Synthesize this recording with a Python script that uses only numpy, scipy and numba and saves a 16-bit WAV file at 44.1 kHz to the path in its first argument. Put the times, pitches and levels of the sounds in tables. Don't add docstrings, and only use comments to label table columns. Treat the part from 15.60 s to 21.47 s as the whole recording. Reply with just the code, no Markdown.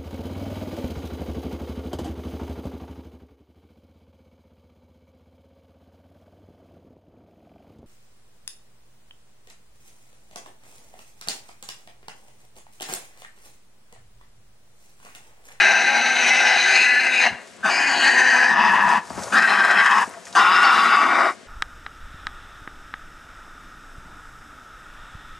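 import sys
import numpy as np
from scipy import signal
from scipy.fft import rfft, irfft
from scipy.io import wavfile
from scipy.ndimage import uniform_filter1d
from numba import njit

SR = 44100
rng = np.random.default_rng(int(sys.argv[2]) if len(sys.argv) > 2 else 0)


def transcribe(signal):
    frames = np.atleast_2d(signal).T
    limited = np.clip(frames, -1, 1)
    pcm = np.round(limited * 32767).astype(np.int16)
    wavfile.write(sys.argv[1], SR, pcm)


N = 258867
T = np.arange(N) / SR


def undb(db):
    return 10 ** (np.asarray(db) / 20)


def unit(x):
    return x / np.sqrt(np.mean(x ** 2))


def curves(rows):
    s, *columns = np.transpose(rows)
    return [np.interp(T, s, column) for column in columns]


def bell(s, spread_s):
    return np.exp(-.5 * ((T - s) / spread_s) ** 2)


@njit
def svf(x, hz, width):
    y, state_1, state_2 = np.empty(len(x)), 0., 0.
    for i in range(len(x)):
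        g, k = np.tan(np.pi * hz[i] / SR), width / hz[i]
        v = (state_1 + g * (x[i] - state_2)) / (1 + g * (g + k))
        state_1 = 2 * v - state_1
        state_2 = state_2 + 2 * g * v
        y[i] = k * v
    return y


def band(x, hz, width):
    hz = hz * np.ones(len(x))
    once = svf(x, hz, 1. * width)
    return unit(svf(once, hz, 1. * width))


def walk(rate):
    k = int(SR / rate)
    steps = np.repeat(rng.standard_normal(N // k + 1), k)
    smooth = uniform_filter1d(uniform_filter1d(steps, k), k)
    return unit(smooth[:N])


def shaped(points):
    hz, db = np.transpose(points)
    log_hz = np.log(np.fft.rfftfreq(N, 1 / SR) + 1)
    gain = undb(np.interp(log_hz, np.log(hz), db))
    return unit(irfft(rfft(rng.standard_normal(N)) * gain, N))


# (start_s, end_s, attack_s, release_s)
CRY_TIMES = [(-0.1, 1.668, 0.02, 0.085), (2.027, 3.382, 0.034, 0.035), (3.714, 4.432, 0.012, 0.032),
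             (4.75, 5.7, 0.002, 0.045)]
SILENT_DB = -40


def cries():
    opening = np.zeros(N)
    for start, end, attack_s, release_s in CRY_TIMES:
        rise = np.sqrt(np.clip((T - start) / attack_s, 0, 1))
        fall = np.clip(1 - (T - end) / release_s, 0, 1)
        opening += (rise * fall > 0) * undb(SILENT_DB * (1 - rise * fall))
    return opening


# (time_s, beat_hz, tone_db)
FOLD_BEATS = [
    [(0, 240.1, -39), (.7, 247.5, -35.5), (1.0, 253.6, -39.5), (1.55, 256.9, -37.5), (1.67, 246, -35),
     (1.72, 209, -18)],
    [(2.02, 207.2, -21), (2.07, 211.4, -32), (2.1, 251.7, -42), (2.166, 275, -33), (2.49, 276.1, -29),
     (2.55, 255.2, -32.5), (2.886, 249.4, -33), (2.926, 202.7, -30.5), (3.41, 203.2, -31.5)],
    [(3.71, 210.2, -25.5), (3.86, 219.9, -34), (4.46, 212.3, -38)],
    [(4.74, 196.7, -41), (4.83, 220.3, -39), (5.0, 216, -40), (5.06, 256.1, -33), (5.29, 235.2, -33),
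     (5.35, 235.1, -39), (5.44, 285.6, -33.5), (5.74, 270.3, -34)],
]
# (time_s, roughness from 0 to 1)
ROUGHNESS = [(0, .9), (.3, .5), (.75, .3), (1.65, .25), (1.7, .9), (2.1, .8), (2.2, .5), (2.5, .5),
             (2.56, .28), (2.89, .28), (2.92, .9), (3.7, .9), (3.9, .6), (4.4, .6), (4.75, .9), (5.0, .9),
             (5.08, .55), (5.3, .6), (5.4, .95)]


def fold_beats():
    rough, = curves(ROUGHNESS)
    beat_hz, tone_db = curves(np.vstack(FOLD_BEATS))
    wander = np.exp(.2 * rough ** 2 * walk(150))
    phase = np.cumsum(beat_hz * wander) / SR
    return rough, beat_hz, tone_db, phase


def airflow(rough, phase):
    cycle = phase.astype(int)
    click_gain = undb(2.5 * rng.standard_normal(N // 100))
    clicks = np.diff(cycle, prepend=0) * click_gain[cycle]
    puffs = .4 + np.exp(-(phase % 1) / .3)
    air = unit(puffs * rng.standard_normal(N))
    return air, air + 0.9 * (1 - .45 * rough) * unit(clicks)


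def fold_tone(rough, beat_hz, tone_db, phase):
    hum = np.sqrt(2) * (np.sin(2 * np.pi * phase) + 0.59 * np.sin(4 * np.pi * phase))
    growl = undb(0.5) * band(rng.standard_normal(N), beat_hz, 100)
    return undb(tone_db) * ((1 - rough) * hum + rough * growl)


# (time_s, swell_db, spread_s)
BREATH_PUSHES = [(0.69, 2.5, 0.029), (1.346, -2, 0.0068), (1.543, 2.5, 0.0076), (1.58, 2, 0.0051),
                 (2.043, 3, 0.016), (2.458, 4, 0.033), (2.53, -1, 0.015), (2.589, 4, 0.021),
                 (2.874, -1.5, 0.0094), (2.901, 2, 0.0071), (3.049, 0.5, 0.013), (3.775, 3, 0.015),
                 (3.807, -5, 0.0079), (3.84, 3, 0.015), (3.866, -4.5, 0.0045), (3.88, 1.5, 0.0074),
                 (3.963, -0.5, 0.0082), (4.005, 4, 0.0075), (4.029, -3, 0.0062), (4.049, 4.5, 0.0082),
                 (4.11, 5, 0.0088), (4.197, 4.5, 0.018), (4.265, 5, 0.0097), (4.324, 4.5, 0.011),
                 (4.365, 5, 0.015), (4.385, 4.5, 0.0037), (4.748, 4, 0.003), (4.778, 5, 0.014),
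                 (5.069, 2, 0.0068), (5.111, -1, 0.0076), (5.347, 1.5, .015)]


def breath_pushes():
    return sum(db * bell(s, spread_s) for s, db, spread_s in BREATH_PUSHES)


MOUTH_SHAPES = { "wide": [(770, -7), (1040, -52), (1570.5, -2.5), (2050, -8), (2519.5, -8), (2899.5, -17.5),
                (3979.5, -12), (4750, -28), (5950, -15), (-23.5, -27)], "bright": [(777.5, -10),
                (1044.5, -56), (1580, -6.5), (2048.5, -9), (2480, -10), (2900.5, -14), (3981, -15),
                (4900, -22), (6149.5, -16.5), (-25.5, -26)], "shrill": [(760, -15.5), (1020, -36),
                (1580, -7.5), (2050, -12.5), (2530, -1.5), (2870, -24), (3950, -14), (4950, -20),
                (6450, -18.5), (-25.5, -22)], "slack": [(697.5, -7), (1180.5, -3.5), (1481, -8),
                (1917.5, -11.5), (2300, -13), (2850, -20), (3649, -34), (4885.5, -24), (5697, -32),
                (-18.5, -29.5)], "closing": [(747.5, -7.5), (1150, -20), (1660, -4.5), (1860, -5),
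                (2050, -7.5), (2750, -7.5), (4100, -14.5), (4900.5, -22), (6100, -17.5), (-24, -28)],
                "strained": [(740, -13), (970, -15), (1600, -8.5), (1870, -8.5), (2520, -12), (2940, -13.5),
                (4150, -37), (4400, -14), (6800.5, -23.5), (-24, -22)], "gaping": [(801, -13), (1131, -0.5),
                (1540, -2), (1922.5, -7), (2697.5, -26), (2858.5, -17), (3624, -28), (4865, -19),
                (6103, -18), (-15, -23)], "pinched": [(760, -14), (1020, -21), (1640, -3.5), (2000, -5.5),
                (2530, -4), (2880.5, -13.5), (4049.5, -13.5), (4900, -22), (6251, -18.5), (-24, -20.5)],
                "half shut": [(758.5, -8), (1150.5, -9), (1560, 0), (1880, -29), (2500, -14), (2920, -19.5),
                (3598.5, -22), (4798.5, -22), (6249, -22), (-24, -21.5)], "rasping": [(722, -11),
                (990, -13.5), (1620, -7), (1890, -10.5), (2400, -12), (2910, -14), (4100, -29),
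                (4900.5, -12.5), (6601.5, -21), (-23, -21.5)], "narrow": [(760.5, -11), (1000.5, -13),
                (1680.5, 0), (1851, -5), (2449, -11.5), (2980, -22), (3900, -23), (4799.5, -22),
                (6102, -21.5), (-24, -26)], "hollow": [(835.5, -24.5), (980, 1), (1690, -5), (1880, -5),
                (2600, -15.5), (2900, -17.5), (3500, -33), (5001, -23.5), (5952.5, -31.5), (-29.5, -40.5)],
                "barking": [(769.5, -11), (1150, -8), (1569.5, -3.5), (1871, -4), (2550.5, -12.5),
                (3150, -19), (4001, -25), (5200, -21.5), (6798.5, -44), (-24.5, -32)], "round": [(781, -15),
                (1129.5, -6.5), (1420, -4), (1939, -12), (2250, -16), (2800.5, -16), (3638.5, -19),
                (5248.5, -23), (6094, -40), (-24.5, -45)], }
# (time_s when reached, shape name)
MOUTH_MOVES = [(0, "wide"), (0.847, "bright"), (1.05, "bright"), (1.201, "shrill"), (1.279, "pinched"),
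               (1.48, "pinched"), (1.58, "shrill"), (1.661, "closing"), (1.75, "closing"),
               (1.999, "half shut"), (2.085, "half shut"), (2.11, "rasping"), (2.2, "rasping"),
               (2.42, "strained"), (2.89, "narrow"), (2.97, "hollow"), (3.42, "hollow"), (3.7, "half shut"),
               (3.748, "half shut"), (3.775, "barking"), (4.15, "barking"), (4.43, "hollow"),
               (4.7, "half shut"), (4.749, "half shut"), (4.772, "gaping"), (4.82, "round"),
               (5.199, "round"), (5.6, "slack"), (5.87, "slack")]
RESONANCE_WIDTHS = [240, 340, 340, 360, 380, 430, 560, 700, 1250]
DRIFT, SHIFT_DB = .01, .5
PUSH_TREBLE = 0.39
TREMBLE_HZ = 22


def throat(air, source, push_db):
    rows = [(s, *np.ravel(MOUTH_SHAPES[name])) for s, name in MOUTH_MOVES]
    *mouth, chest_db, hiss_db = curves(rows)
    chest = undb(chest_db) * band(source, 371, 120)
    hiss = undb(hiss_db + PUSH_TREBLE * push_db) * band(air, 7460, 4100)
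    ringing = chest + hiss
    for k, (hz, db, width) in enumerate(zip(mouth[::2], mouth[1::2], RESONANCE_WIDTHS)):
        hz = hz * (1 + DRIFT * walk(6))
        db = db + SHIFT_DB * walk(4.97) + PUSH_TREBLE * push_db * (hz > 3300)
        broad = band(source, hz, width)
        waver_hz = .006 * hz * walk(12) + TREMBLE_HZ * np.sqrt(hz / 1000) * walk(160)
        strand = np.sqrt(2) * np.sin(2 * np.pi * np.cumsum(hz + waver_hz) / SR)
        strand = strand * undb(2.5 * walk(30))
        share = .5 * min((k + 1) / 3, 1)
        ringing = ringing + (-1) ** k * undb(db + 1.2 * walk(20)) * unit(broad + share * strand)
    slow_power, quick_power = uniform_filter1d(ringing ** 2, 6000), uniform_filter1d(ringing ** 2, 900)
    return ringing * (slow_power / quick_power) ** .3


# (start_s, end_s, from_hz, to_hz, level_db before flicker)
WHISTLE_GLIDES = [(0, .35, 3970, 3960, -37), (.35, .73, 4000, 4060, -37), (0, .3, 5880, 6100, -44),
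                  (.3, .56, 5920, 6140, -36), (.1, .7, 4730, 4760, -49), (.55, .9, 6440, 6270, -41),
                  (.62, .95, 5770, 5550, -33), (.78, .88, 3830, 3700, -40), (.98, 1.2, 5840, 6350, -38.5),
                  (.2, .55, 2605, 2604, -31.5), (.27, .5, 1596, 1557, -25), (.22, .5, 2180, 2170, -31),
                  (1.05, 1.15, 1760, 1670, -32), (1.33, 1.47, 2650, 2730, -29),
                  (2.3, 2.75, 6990, 6700, -42.5), (2.55, 2.8, 6125, 6000, -37.5),
                  (2.33, 2.7, 3990, 3940, -38), (2.1, 2.22, 2290, 2300, -27),
                  (2.18, 2.36, 1720, 1760, -25.5), (2.42, 2.5, 1600, 1625, -25),
                  (2.7, 2.88, 1572, 1531, -24.5), (2.98, 3.12, 2636, 2600, -33),
                  (3.725, 3.79, 1300, 1618, -21.5), (3.82, 3.87, 1600, 1584, -19),
                  (3.78, 3.95, 2620, 2690, -34), (4.12, 4.33, 3120, 3200, -36.5),
                  (4.16, 4.29, 1594, 1574, -25.5), (4.77, 4.86, 2820, 2700, -39),
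                  (4.85, 5.0, 1251, 1394, -26), (4.96, 5.26, 1160, 1125, -22.5),
                  (5.14, 5.45, 1370, 1256, -27), (5.27, 5.45, 4730, 4950, -37.5),
                  (5.48, 5.7, 3654, 3765, -41), (5.42, 5.6, 1122, 1090, -25), (5.45, 5.68, 1273, 1253, -29),
                  (0, .22, 1550, 1567, -28), (.02, .2, 2580, 2600, -22.5), (.27, .45, 825, 830, -31.5),
                  (.52, .74, 2170, 2177, -32.5), (.57, .67, 6030, 6150, -36), (.55, .9, 2615, 2610, -27.5),
                  (.69, .81, 2035, 2030, -23), (.72, .9, 819, 834, -29.5), (.88, 1.17, 2013, 2016, -24),
                  (.97, 1.08, 4035, 3960, -26), (1.09, 1.18, 2345, 2495, -18.5),
                  (1.12, 1.23, 4120, 4200, -27.5), (1.14, 1.22, 4500, 4320, -33),
                  (1.3, 1.44, 4160, 4190, -35), (1.49, 1.58, 3830, 3760, -33.5),
                  (1.17, 1.31, 2670, 2630, -25.5), (1.2, 1.36, 2010, 1976, -22.5),
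                  (1.25, 1.4, 1680, 1741, -20.5), (1.41, 1.5, 2060, 2070, -22),
                  (1.52, 1.64, 2564, 2450, -19), (1.61, 1.675, 1993, 1823, -20),
                  (2.035, 2.092, 1543, 1570, -25), (2.09, 2.2, 4840, 4820, -29),
                  (2.14, 2.3, 2465, 2500, -27), (2.18, 2.5, 4580, 4310, -39), (2.3, 2.5, 2913, 2925, -32),
                  (2.41, 2.51, 1873, 1859, -22), (2.55, 2.7, 1856, 1848, -20),
                  (2.72, 3.0, 1775, 1708, -23.5), (2.92, 3.38, 949, 960, -25.5),
                  (3.0, 3.39, 1726, 1720, -27), (3.8, 3.9, 1893, 1900, -25.5), (3.9, 4.0, 3070, 3080, -39),
                  (4.16, 4.33, 1997, 1952, -26), (4.15, 4.33, 2635, 2760, -37),
                  (3.86, 3.93, 4110, 4100, -33), (3.97, 4.09, 1576, 1570, -23.5),
                  (4.3, 4.44, 1148, 980, -23.5), (4.54, 4.6, 700, 687, -44), (4.65, 4.75, 695, 699, -49),
                  (4.77, 4.96, 993, 1145, -19.5), (4.8, 4.97, 3647, 3910, -34),
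                  (4.85, 5.45, 2798, 2650, -30.5), (4.88, 4.98, 4750, 5160, -33),
                  (5.03, 5.27, 4590, 4697, -34.5), (5.0, 5.14, 1398, 1380, -22.5),
                  (5.0, 5.3, 4080, 3950, -38), (4.93, 5.08, 5230, 5240, -37), (5.1, 5.5, 3603, 3551, -38),
                  (5.26, 5.42, 1135, 1130, -22.5), (5.33, 5.62, 4908, 4864, -55)]
WHISTLE_FADE_S = 0.021


def whistles():
    out = np.zeros(N)
    sway, tremble_hz, flicker = .004 * walk(25), TREMBLE_HZ * walk(200), undb(3.4 * walk(70))
    for k, (start, end, from_hz, to_hz, db) in enumerate(WHISTLE_GLIDES):
        first = max(int((start - WHISTLE_FADE_S) * SR), 0)
        last = min(int((end + WHISTLE_FADE_S) * SR), N)
        at = np.arange(first, last)
        own = (at + 9973 * k) % N
        glide_hz = np.interp(T[at], [start, end], [from_hz, to_hz])
        tremble_scale = max(np.sqrt(from_hz / 2000), from_hz / 2500)
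        hz = glide_hz * (1 + sway[own]) + tremble_hz[own] * tremble_scale
        edge_s = np.minimum(T[at] - start, end - T[at])
        fade = np.clip(edge_s / WHISTLE_FADE_S + .5, 0, 1) ** 2
        strand = np.sqrt(2) * np.sin(2 * np.pi * np.cumsum(hz) / SR)
        out[at] += undb(db) * fade * flicker[own] * strand
    return out


# (time_s, level_db)
VOICE_EFFORT = [(0, -12), (.4, -17.5), (.73, -14), (1.08, -13.5), (1.3, -14.5), (1.5, -18.5), (1.66, -14.5),
                (2.05, -15), (2.39, -15), (2.6, -14), (2.85, -14), (3.38, -17.5), (3.72, -18.5),
                (3.75, -14.5), (4.43, -18.5), (4.75, -17), (4.79, -12), (5.63, -14), (5.7, -17.5)]
# (time_s, level_db)
AIR_LEAK = [(0, -29), (.7, -16), (.8, -21), (1.3, -21), (1.66, -24), (2.1, -29), (2.5, -34), (2.9, -29),
            (3.4, -27), (3.75, -19), (4.4, -30), (4.8, -23), (5.1, -25), (5.45, -29), (5.7, -27)]
FLUTTER_DB = 1.0
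UNLOCKED_LEAST = .28
TREES_DB, TREES_DB_PER_S = -11.5, -3.5


def piglet():
    rough, beat_hz, tone_db, phase = fold_beats()
    air, source = airflow(rough, phase)
    push_db = breath_pushes()
    ringing = throat(air, source, push_db)
    effort_db = curves(VOICE_EFFORT)[0] + FLUTTER_DB * walk(45) + push_db
    tone = fold_tone(rough, beat_hz, tone_db, phase)
    leak = undb(curves(AIR_LEAK)[0] + PUSH_TREBLE * push_db) * band(air, 3860, 3800)
    chop = (1 + .7 * np.cos(2 * np.pi * phase)) / 1.12
    strands = whistles() * undb(push_db) * chop
    voice_power = uniform_filter1d(ringing ** 2, 6000) * undb(2 * effort_db)
    locked = uniform_filter1d(strands ** 2, 900) / voice_power
    rasp = (ringing + leak) * np.sqrt(np.clip(1 - locked, UNLOCKED_LEAST, 1))
    cry = cries() * (rasp * undb(effort_db) + tone) + strands
    return cry, cry * undb(TREES_DB + TREES_DB_PER_S * T)


TREES_T60_S = 0.44


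def trees(x):
    t = T[:SR]
    fade = undb(-60 * t / TREES_T60_S) * np.clip(t / 0.013, 0, 1)
    shared, side = rng.standard_normal((2, SR)) * fade
    tail = shared + 0.15 * side * np.array([[1], [-1]])
    tail = signal.lfilter([1], [1, -.6], tail)
    tail = tail / np.sqrt(np.sum(tail[0] ** 2))
    return signal.fftconvolve(x[None], tail, axes=1)[:, :N]


# (time_s, level_db before the lift in each cry)
GRASS_LEVELS = [(0, -55), (1.8, -50), (2.02, -52.5), (3.42, -45), (3.5, -41), (3.63, -36), (3.71, -39.5),
                (4.47, -42.5), (4.65, -49), (4.676, -41.5), (4.72, -49.5), (4.75, -38.5), (5.74, -44.5),
                (5.77, -53.5), (5.87, -62)]
CRY_LIFT_DB = 3


def grass():
    db = curves(GRASS_LEVELS)[0] + CRY_LIFT_DB * cries()
    grain_gain = undb(2 * rng.exponential(size=N // 40 + 1)).repeat(40)[:N]
    grains = rng.standard_normal(N) * grain_gain
    crisp = band(grains, 6500, 9000) * undb(2 * walk(18))
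    swish = undb(3) * band(grains, 800, 1200) * undb(3 * walk(12))
    return undb(db) * (crisp + swish)


# (pitch_hz, relative level_db)
FIELD_SPECTRUM = [(59, -57), (100, -9), (176, 8), (599, 8), (718, 8.5), (860, -7), (1510, 3.5), (6830, -11),
                  (8020, -37), (12200, -39), (15900, -53), (22000, -120)]
FIELD_DB = -47


def field():
    shared = shaped(FIELD_SPECTRUM)
    separate = np.array([shaped(FIELD_SPECTRUM), shaped(FIELD_SPECTRUM)])
    return undb(FIELD_DB) * (shared + 0.86 * separate)


# (time_s, swell level_db, spread_s)
CAMERA_THUDS = [(1.168, -59, 0.034), (1.723, -36, 0.015), (2.031, -53, 0.018), (2.245, -54, 0.06),
                (3.63, -44, 0.064), (4.48, -56, 0.032), (4.779, -51, 0.051), (5.173, -54, 0.041),
                (5.49, -53, 0.044)]
RUMBLE_DB = -59


def rumble():
    shared = band(rng.standard_normal(N), 142, 110)
    separate = np.array([band(rng.standard_normal(N), 72.4, 70) for _ in range(2)])
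    thuds = sum(undb(db) * bell(s, spread_s) for s, db, spread_s in CAMERA_THUDS)
    swell = undb(RUMBLE_DB) + thuds
    return swell * undb(2 * walk(9.7)) * (shared + 0.63 * separate)


def bursts(events, width_share):
    out, t = np.zeros(N + 6000), T[:6000]
    noise = rng.standard_normal((len(events), 6000))
    for (s, db, hz, ring_s), n in zip(events, noise):
        blow = (n + 3 * (t == 0)) * undb(-60 * t / ring_s)
        hit = band(blow, hz, width_share * hz)
        first = int(s * SR)
        out[first:first + 6000] += undb(db) * hit / np.abs(hit).max()
    return out[:N]


# (time_s, peak_db, pitch_hz, ring_s)
KNOCK_EVENTS = [(1.729, -23, 1800, 0.087), (3.504, -15, 800, 0.026), (3.506, -26, 213, 0.041),
                (3.574, -21, 705, 0.14), (3.577, -23, 234, 0.051), (3.609, -29, 196, 0.038),
                (3.59, -28, 843, 0.05), (3.643, -24, 600.2, 0.058), (3.669, -22, 668, 0.059),
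                (3.68, -24, 749.8, 0.046), (3.707, -23, 800, 0.046), (4.475, -25.5, 360, 0.064),
                (4.509, -29, 689.6, 0.065), (4.538, -28.5, 1420, 0.088), (4.668, -28, 1609, 0.07)]


def knocks():
    return bursts(KNOCK_EVENTS, 0.76)


# (time_s, peak_db, pitch_hz)
SNAP_EVENTS = [(1.9645, -36, 7730), (3.29, -21, 6180), (3.4994, -26, 5006), (3.635, -17, 5940),
               (3.784, -15, 4854), (3.8221, -19, 4860), (3.9974, -24, 4150), (4.0495, -17, 7300),
               (4.1128, -18, 5300), (4.2605, -15, 4970), (4.3102, -20, 5990), (4.3834, -23, 6450),
               (4.4164, -23, 6480), (4.493, -26, 9160), (4.6536, -26, 6780), (4.7271, -24, 4300)]


def snaps():
    return bursts([(*row, .025) for row in SNAP_EVENTS], 1.06)


# (pitch_hz, level_db, phase_radians)
RIGHT_PORT = [(60, -15, -0.99), (122, -2, -1.6), (248, -9, 0.2), (450, -4.5, -0.85), (800, -5.5, 0.65),
              (1360, -2.5, -0.16), (2500, -4, -0.17), (3370, -3, -0.34), (6650, -1.5, -0.29),
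              (11700, -4.5, -0.29)]


def ports(x):
    hz, db, turn = np.transpose(RIGHT_PORT)
    log_hz = np.log(np.fft.rfftfreq(2 * N, 1 / SR) + 1)
    gain = undb(np.interp(log_hz, np.log(hz), db))
    shift = np.exp(1j * np.interp(log_hz, np.log(hz), turn))
    right = irfft(rfft(x[1], 2 * N) * gain * shift, 2 * N)[:N]
    return np.array([x[0], right])


def scene():
    cry, far = piglet()
    near = cry + grass() + knocks() + snaps()
    return undb(2.5) * ports(near + trees(far) + field() + rumble())


LIMIT_DB = -11


def limiter(x):
    loud = np.sqrt(uniform_filter1d(np.mean(x ** 2, axis=0), 130) + 1e-12)
    return x * np.minimum(1, undb(LIMIT_DB) / loud) ** .8


DRUM_LAG = 294
NOTCH_ZERO, NOTCH_POLE = .95, .54
BUZZ_DB, TOP_HZ = -62, 12000


def record(dry):
    once, turn = signal.unit_impulse(DRUM_LAG + 1), signal.unit_impulse(DRUM_LAG + 1, DRUM_LAG)
    notched = signal.lfilter(once - NOTCH_ZERO * turn, once - NOTCH_POLE * turn, dry) * undb(-4.5)
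    pulses = 1. * (np.arange(N) % (DRUM_LAG // 2) == 0)
    buzz = undb(BUZZ_DB) * band(pulses, 8000, 2000)
    body_filter = signal.butter(2, [70, 9500], "band", fs=SR, output="sos")
    thin = signal.sosfilt(body_filter, limiter(notched) + buzz)
    return signal.sosfilt(signal.ellip(8, .2, 70, TOP_HZ, fs=SR, output="sos"), thin)


dry = scene()
out = record(dry)
transcribe(out)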